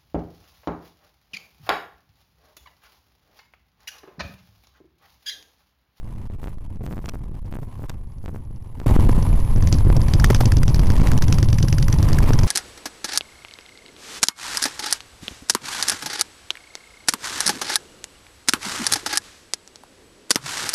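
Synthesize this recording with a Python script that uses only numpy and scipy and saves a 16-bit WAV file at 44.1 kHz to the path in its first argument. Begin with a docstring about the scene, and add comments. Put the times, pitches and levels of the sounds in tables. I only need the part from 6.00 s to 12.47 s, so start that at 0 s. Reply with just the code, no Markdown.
"""Riding behind a motorcycle in town.

Wind buffets a small camera's microphone over tyre hiss and a faint electrical whine.
Wind and the uneven beat of a twin-cylinder exhaust overload the amplifier: flat-topped rumble, crackle.
The gain jumps up partway through; soon after, the throttle opens and every firing barks."""
import sys
import numpy as np
from scipy import signal
from scipy.fft import rfft, irfft, next_fast_len
from scipy.io import wavfile
from scipy.ndimage import map_coordinates

SR = 44100
rng = np.random.default_rng(int(sys.argv[2]) if len(sys.argv) > 2 else 0)


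def wav_out(sig):
    """Save sig, one row per channel (or a flat mono array), as 16-bit PCM at SR to the path in sys.argv[1]."""
    wavfile.write(sys.argv[1], SR, np.round(np.clip(np.atleast_2d(sig).T, -1, 1) * 32767).astype(np.int16))


N = 285327
GAIN_STEP_S, THROTTLE_S = 2.861, 3.48

# camera whine bands: f/Hz, half-width/Hz, level/dB
WHINE_BANDS = [(10040, 120, -10), (10490, 60, -15), (10910, 55, 0), (11153, 55, 0), (11050, 700, -16),
               (11850, 160, -17), (12600, 200, -17)]
# air flow at the microphone: t/s, buffet level/dB
AIR_FLOW = [(0, -5.5), (.6, -5), (1, -5.5), (1.45, -4.5), (1.72, -9.5), (1.9, -4), (2.1, -9.5), (2.4, -6),
            (2.65, -12.5), (2.85, -5), (3.15, -8), (3.6, -13.5), (3.95, -9.5), (4.55, -12), (4.9, -9),
            (5.85, -15), (6.15, -9), (6.47, -11)]
# gusts that break into eddies: t/s, length/s, steepness/dB
GUST_EVENTS = [(0.431, 0.051, -1.5), (0.839, 0.00036, -1), (0.8646, 0, 6.5), (.876, 0, -1),
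               (0.911, 0.08, -0.5), (1.043, 0.04, -1.5), (1.138, 0.018, 0.5), (1.526, .062, -2),
               (1.63, 0.002, 0.5), (1.795, 0.049, -3), (1.902, 0.00017, 2), (2.242, 0, -3),
               (2.26, 0.033, -1.5), (2.347, 0.014, -1.5), (2.801, .015, 0.5), (2.8625, 0, -13.5),
               (2.9, .012, -11), (2.964, 0, -7.5), (3.093, 0.0012, -7.5), (3.168, 0.019, -12.5),
               (3.902, 0, -5.5), (4.409, 0.00038, -1), (6.292, 0.014, -6.5)]
# short harsh rasps: t/s, level/dB
RASP_EVENTS = [(1.059, -15), (1.09, -6), (1.0948, -9), (1.8968, -3.5)]
# exhaust pops: t/s, level/dB
POP_EVENTS = [(3.968, -22), (4.306, -9.5), (4.41, -9.5)]
# engine speed: t/s, four-stroke cycle rate/Hz
CYCLE_RATE = [(0, 9.25), (3.6, 8.96), (4.15, 8.41), (4.26, 9.97), (4.5, 8.8), (5, 9.23), (5.6, 10.16),
              (6.1, 9.76), (6.47, 9.98)]
# throttle blip, then a steady pull: t/s, base firing level/dB
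ENGINE_LOAD = [(3.5, -42), (3.7, -22), (3.87, -42), (4, -32.5), (4.2, -20), (4.8, -21), (5.25, -21),
               (5.95, -25), (6.47, -23)]
# hard firings, slightly out of step: t/s, extra crack/dB, extra bark/dB
BANG_EVENTS = [(3.7275, 15.5, -14), (3.967, 9, 0), (4.1374, 3.5, 4), (4.1996, 0, 4), (4.245, 6, 22),
               (4.3036, 3.5, 10), (4.348, 5.5, 2), (5.3265, 5.5, 3), (5.8838, -3, 12.5), (6.1877, -2.5, 12),
               (6.3906, 6, 3)]
# exhaust pipe modes: f/Hz, decay/s, level/dB
PIPE_MODES = [(88.4, 0.0081, -2), (126.7, 0.013, -13.5), (539.6, 0.058, -36)]

# tyres and passing air: f/Hz, level/dB
ROAD_SPECTRUM = [(60, 2.5), (250, 7.5), (450, -1.5), (680, -4), (1020, 1), (1400, -15.5), (2000, -14),
                 (3000, -18.5), (5500, -26.5), (8000, -26), (15000, -27.5)]
# wind pressure: f/Hz, level/dB
BUFFET_SPECTRUM = [(4, 1), (12, 3.5), (45, -2.5), (70, -8), (120, -7.5), (180, -22), (280, -30), (450, -45),
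                   (800, -53), (2000, -83), (5000, -100)]
# harsh rasp: f/Hz, level/dB
RASP_SPECTRUM = [(300, -0.5), (1500, -5), (4300, -1.5), (7000, -5), (10000, -16), (15000, -15.5)]
# hollow pop: f/Hz, level/dB
POP_SPECTRUM = [(120, -14.5), (260, 5), (500, -2), (900, -10.5), (1600, -18), (4000, -29.5)]
# gas tumbling out of the pipe: f/Hz, level/dB
CHURN_SPECTRUM = [(40, -45), (75, -4), (110, 2), (145, -2), (200, -19.5), (400, -61)]
# bright crack of a firing: f/Hz, level/dB
CRACK_SPECTRUM = [(500, -19), (1400, -9), (2500, -7), (3100, -6), (3900, -8), (4900, 0), (5400, -1.5),
                  (6000, 0), (7000, -12.5), (9000, -18), (15000, -24.5)]
# dry bark of a firing: f/Hz, level/dB
BARK_SPECTRUM = [(300, -73), (650, -18), (950, -14), (1350, -2), (1750, 1), (2100, -5), (2700, -34),
                 (5000, -18)]


def amp(db):
    """Decibels to gain."""
    return 10 ** (np.asarray(db) / 20)


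def unit_rms(x):
    """x at rms 1."""
    return x / np.sqrt(np.mean(x ** 2) + 1e-20)


def clock():
    """Sample times in s."""
    return np.arange(N) / SR


def curve(table):
    """(t/s, value) rows interpolated at every sample."""
    return np.interp(clock(), *np.transpose(table))


def filtered(x, response):
    """x through a zero-phase gain response(hz)."""
    size = next_fast_len(N + SR // 2)
    return irfft(rfft(x, size) * response(np.fft.rfftfreq(size, 1 / SR)), size)[:N]


def noise(spectrum):
    """Noise of rms 1, shaped by (f/Hz, level/dB) rows."""
    knots_hz, db = np.transpose(spectrum)
    response = lambda hz: amp(np.interp(np.log(hz + 1), np.log(knots_hz), db))
    return unit_rms(filtered(rng.standard_normal(N), response))


def wobble(rate_hz):
    """Smooth random curve, knots at rate_hz."""
    return map_coordinates(rng.standard_normal(int(N * rate_hz / SR) + 4), [clock() * rate_hz])


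def pulses(times_s, gains, shape):
    """A scaled shape(t) at each time; t spans +-0.1 s."""
    train = np.bincount(np.round(np.asarray(times_s) * SR).astype(int), gains, N)[:N]
    half = SR // 10
    return signal.fftconvolve(train, shape(np.arange(-half, half + 1) / SR), "same")


def gaussian(width_s, lag_s=0):
    """Bell-shaped pulse peaking at lag_s."""
    return lambda t: np.exp(-((t - lag_s) / width_s) ** 2)


def duck(times_s, width_s):
    """Gain of 1 that dips to 0 at each time."""
    return 1 - np.clip(pulses(times_s, np.ones(len(times_s)), gaussian(width_s)), 0, 1)


def camera_whine(level_db=-49):
    """Narrow bands of electrical noise."""
    def bands(f):
        return sum(amp(db) * np.exp(-((f - hz) / width_hz) ** 2) for hz, width_hz, db in WHINE_BANDS)
    return amp(level_db) * unit_rms(filtered(rng.standard_normal(N), bands))


def road_hiss(level_db=-34, sway_db=-2.5, grit_db=3.5, follow=0.57):
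    """Tyres and passing air: gritty hiss that swells with the flow."""
    flow_db = curve(AIR_FLOW)
    swell_db = follow * (flow_db - flow_db.mean())
    flicker_db = sway_db * wobble(2.76) + grit_db * wobble(220)
    return amp(level_db + swell_db + flicker_db) * noise(ROAD_SPECTRUM)


def eddies(rate_hz=65, scatter_db=2.5, jitter=.65):
    """Gusts break into unevenly spaced eddies: t/s, steepness/dB."""
    times_s, steepness_db = [], []
    for start_s, length_s, db in GUST_EVENTS:
        gap_draw, level_draw = rng.standard_normal((2, 20))
        count = 1 + int(np.ceil(length_s * rate_hz))
        elapsed = np.cumsum(np.exp(jitter * gap_draw[:count]))
        elapsed -= elapsed[0]
        times_s.extend(start_s + length_s * elapsed / (elapsed[-1] + 1e-20))
        steepness_db.extend(db + scatter_db * level_draw[:count])
    return np.array(times_s), np.array(steepness_db)


def eddy_fizz(eddy_s, eddy_db, level_db=-36, reach_s=0.014):
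    """Fine turbulence hisses around each eddy."""
    swell = pulses(eddy_s, amp(eddy_db + level_db), lambda t: np.exp(-abs(t) / reach_s))
    return swell * noise([(300, -19), (1000, -7), (3000, -18), (8000, -16), (15000, -10.5)])


def wind(eddy_s, eddy_db, gust_db=2, flutter_db=2, flip_db=-3.5, edge_s=.00022, life_s=.005):
    """Turbulent pressure on the microphone; each sharp eddy flips its sign."""
    flow_db = curve(AIR_FLOW) + gust_db * wobble(15) + flutter_db * wobble(90)
    buffet = amp(flow_db) * noise(BUFFET_SPECTRUM)
    gains = (-1) ** np.arange(len(eddy_s)) * amp(eddy_db + flip_db)
    flips = pulses(eddy_s, gains, lambda t: np.tanh(t / edge_s) * np.exp(-abs(t) / life_s))
    # eddies displace the slower flow; rasps, pops and bangs displace both
    pressure = buffet * duck(eddy_s, width_s=.0022) + flips
    for events, width_s in (RASP_EVENTS, .0022), (POP_EVENTS, .0046), (BANG_EVENTS, .004):
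        pressure *= duck([row[0] for row in events], width_s)
    return pressure


def rasps(width_s=0.0012):
    """Brief rasps cut through the wind."""
    times_s, db = np.transpose(RASP_EVENTS)
    return pulses(times_s, amp(db), gaussian(width_s)) * noise(RASP_SPECTRUM)


def exhaust_pops(width_s=0.0041):
    """Stray charges go off in the pipe with a hollow pop."""
    times_s, db = np.transpose(POP_EVENTS)
    return pulses(times_s, amp(db), gaussian(width_s)) * noise(POP_SPECTRUM)


def firings(start_s, end_s, split_cycles=.428):
    """Two cylinders fire, short gap then long: t/s, cylinder (0 or 1)."""
    cycles = np.cumsum(curve(CYCLE_RATE)) / SR
    cycle, cylinder = np.divmod(np.arange(2 * int(cycles[-1] + 1)), 2)
    times_s = np.interp(cycle + split_cycles * cylinder, cycles, clock(), right=np.inf)
    inside = (times_s >= start_s) & (times_s < end_s)
    return times_s[inside], cylinder[inside]


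def pipe_thump(t, dip_s=0.0024):
    """Pressure dips, swings up through zero at the firing, then rings in the pipe."""
    return sum(amp(db) * np.sin(2 * np.pi * hz * t) * np.exp(-abs(t) / np.where(t < 0, dip_s, decay_s))
               for hz, decay_s, db in PIPE_MODES)


def gas_jet(t, rise_s=0.00092, fall_s=0.0017, tail_db=-20, tail_s=0.018):
    """Envelope of a brief jet of gas; the street scatters a short tail."""
    jet = np.exp(-abs(t) / np.where(t < 0, rise_s, fall_s))
    return jet + amp(tail_db) * (t > 0) * np.exp(-abs(t) / tail_s)


def engine_coasting(thump_db=-11, thump_scatter_db=2, tick_db=-40, tick_scatter_db=3):
    """Throttle shut: each firing is a soft thump and a faint tick."""
    times_s, _ = firings(0, THROTTLE_S)
    thump_draw, tick_draw = rng.standard_normal((len(times_s), 2)).T
    thumps = pulses(times_s, amp(thump_db + thump_scatter_db * thump_draw), pipe_thump)
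    ticks = pulses(times_s, amp(tick_db + tick_scatter_db * tick_draw), gas_jet)
    return thumps + ticks * noise(CRACK_SPECTRUM)


def engine_pulling(thump_db=-6, churn_db=-14, crack_db=-2, bark_db=-7, hiss_db=-21,
                   second_cylinder_db=4, scatter_db=1.5, bark_scatter_db=3, low_growth=0.23):
    """Under load each firing thumps, churns, cracks, barks and hisses; cylinder two cracks harder."""
    times_s, cylinder = firings(THROTTLE_S, N / SR)
    firing_draw, bark_draw = rng.standard_normal((len(times_s), 2)).T
    extra_crack_db, extra_bark_db = np.zeros((2, len(times_s)))
    for bang in BANG_EVENTS:
        nearest = np.argmin(abs(times_s - bang[0]))
        times_s[nearest], extra_crack_db[nearest], extra_bark_db[nearest] = bang
    load_db = np.interp(times_s, *np.transpose(ENGINE_LOAD))
    firing_db = load_db + second_cylinder_db * cylinder + extra_crack_db + scatter_db * firing_draw
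    # the low end grows more slowly with the charge than the crack
    push = amp(low_growth * (firing_db - np.median(firing_db)))
    thumps = pulses(times_s, amp(thump_db) * push, pipe_thump)
    churn = pulses(times_s, amp(churn_db) * push, gaussian(.016, lag_s=.016)) * noise(CHURN_SPECTRUM)
    crack_envelope = pulses(times_s, amp(firing_db + crack_db), gas_jet)
    hiss_envelope = pulses(times_s, amp(load_db + hiss_db), gaussian(.0036, lag_s=.017))
    crack_and_hiss = (crack_envelope + hiss_envelope) * noise(CRACK_SPECTRUM)
    bark_gains = amp(load_db + bark_db + extra_bark_db + bark_scatter_db * bark_draw)
    barks = pulses(times_s, bark_gains, gaussian(.0021)) * noise(BARK_SPECTRUM)
    return thumps + churn + crack_and_hiss + barks


def scene():
    """Mono sum at the amplifier input."""
    eddy_s, eddy_db = eddies()
    air = wind(eddy_s, eddy_db) + eddy_fizz(eddy_s, eddy_db)
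    motorcycle = engine_coasting() + engine_pulling() + exhaust_pops()
    return (air + motorcycle + rasps() + road_hiss() + camera_whine())[None]


def overload(x, rail, hardness=25, stick=3.5, release_s=.00012):
    """The amplifier clips, sticks at the rail for an instant and snaps back with a click."""
    clipped = x / (1 + abs(x / rail) ** hardness) ** (1 / hardness)
    pole = np.exp(-1 / (release_s * SR))
    charge = signal.lfilter([1 - pole], [1, -pole], np.sign(x) * (abs(x) > rail))
    held = np.clip(stick * charge, -1, 1)
    return clipped * (1 - abs(held)) + rail * held


def record(dry, rail_db=-8.5, leak_db=-18, leak_hz=900, leak_knee_db=-22,
           early_gain_db=-19, droop_db=-3, top_hz=15550):
    """Overload, gain step, then treble droop and band limit."""
    # a little treble slips past the saturated stage
    treble = filtered(dry[0], lambda hz: hz ** 4 / (hz ** 4 + leak_hz ** 4))
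    leak = amp(leak_db + leak_knee_db) * np.tanh(treble / amp(leak_knee_db))
    distorted = overload(dry[0], amp(rail_db)) + leak
    gain = curve([(GAIN_STEP_S, amp(early_gain_db)), (GAIN_STEP_S + .001, 1)])
    response = lambda hz: amp(droop_db * (hz / top_hz) ** 2) * (hz < top_hz)
    return filtered(distorted * gain, response)[None]


dry = scene()
out = record(dry)
wav_out(out)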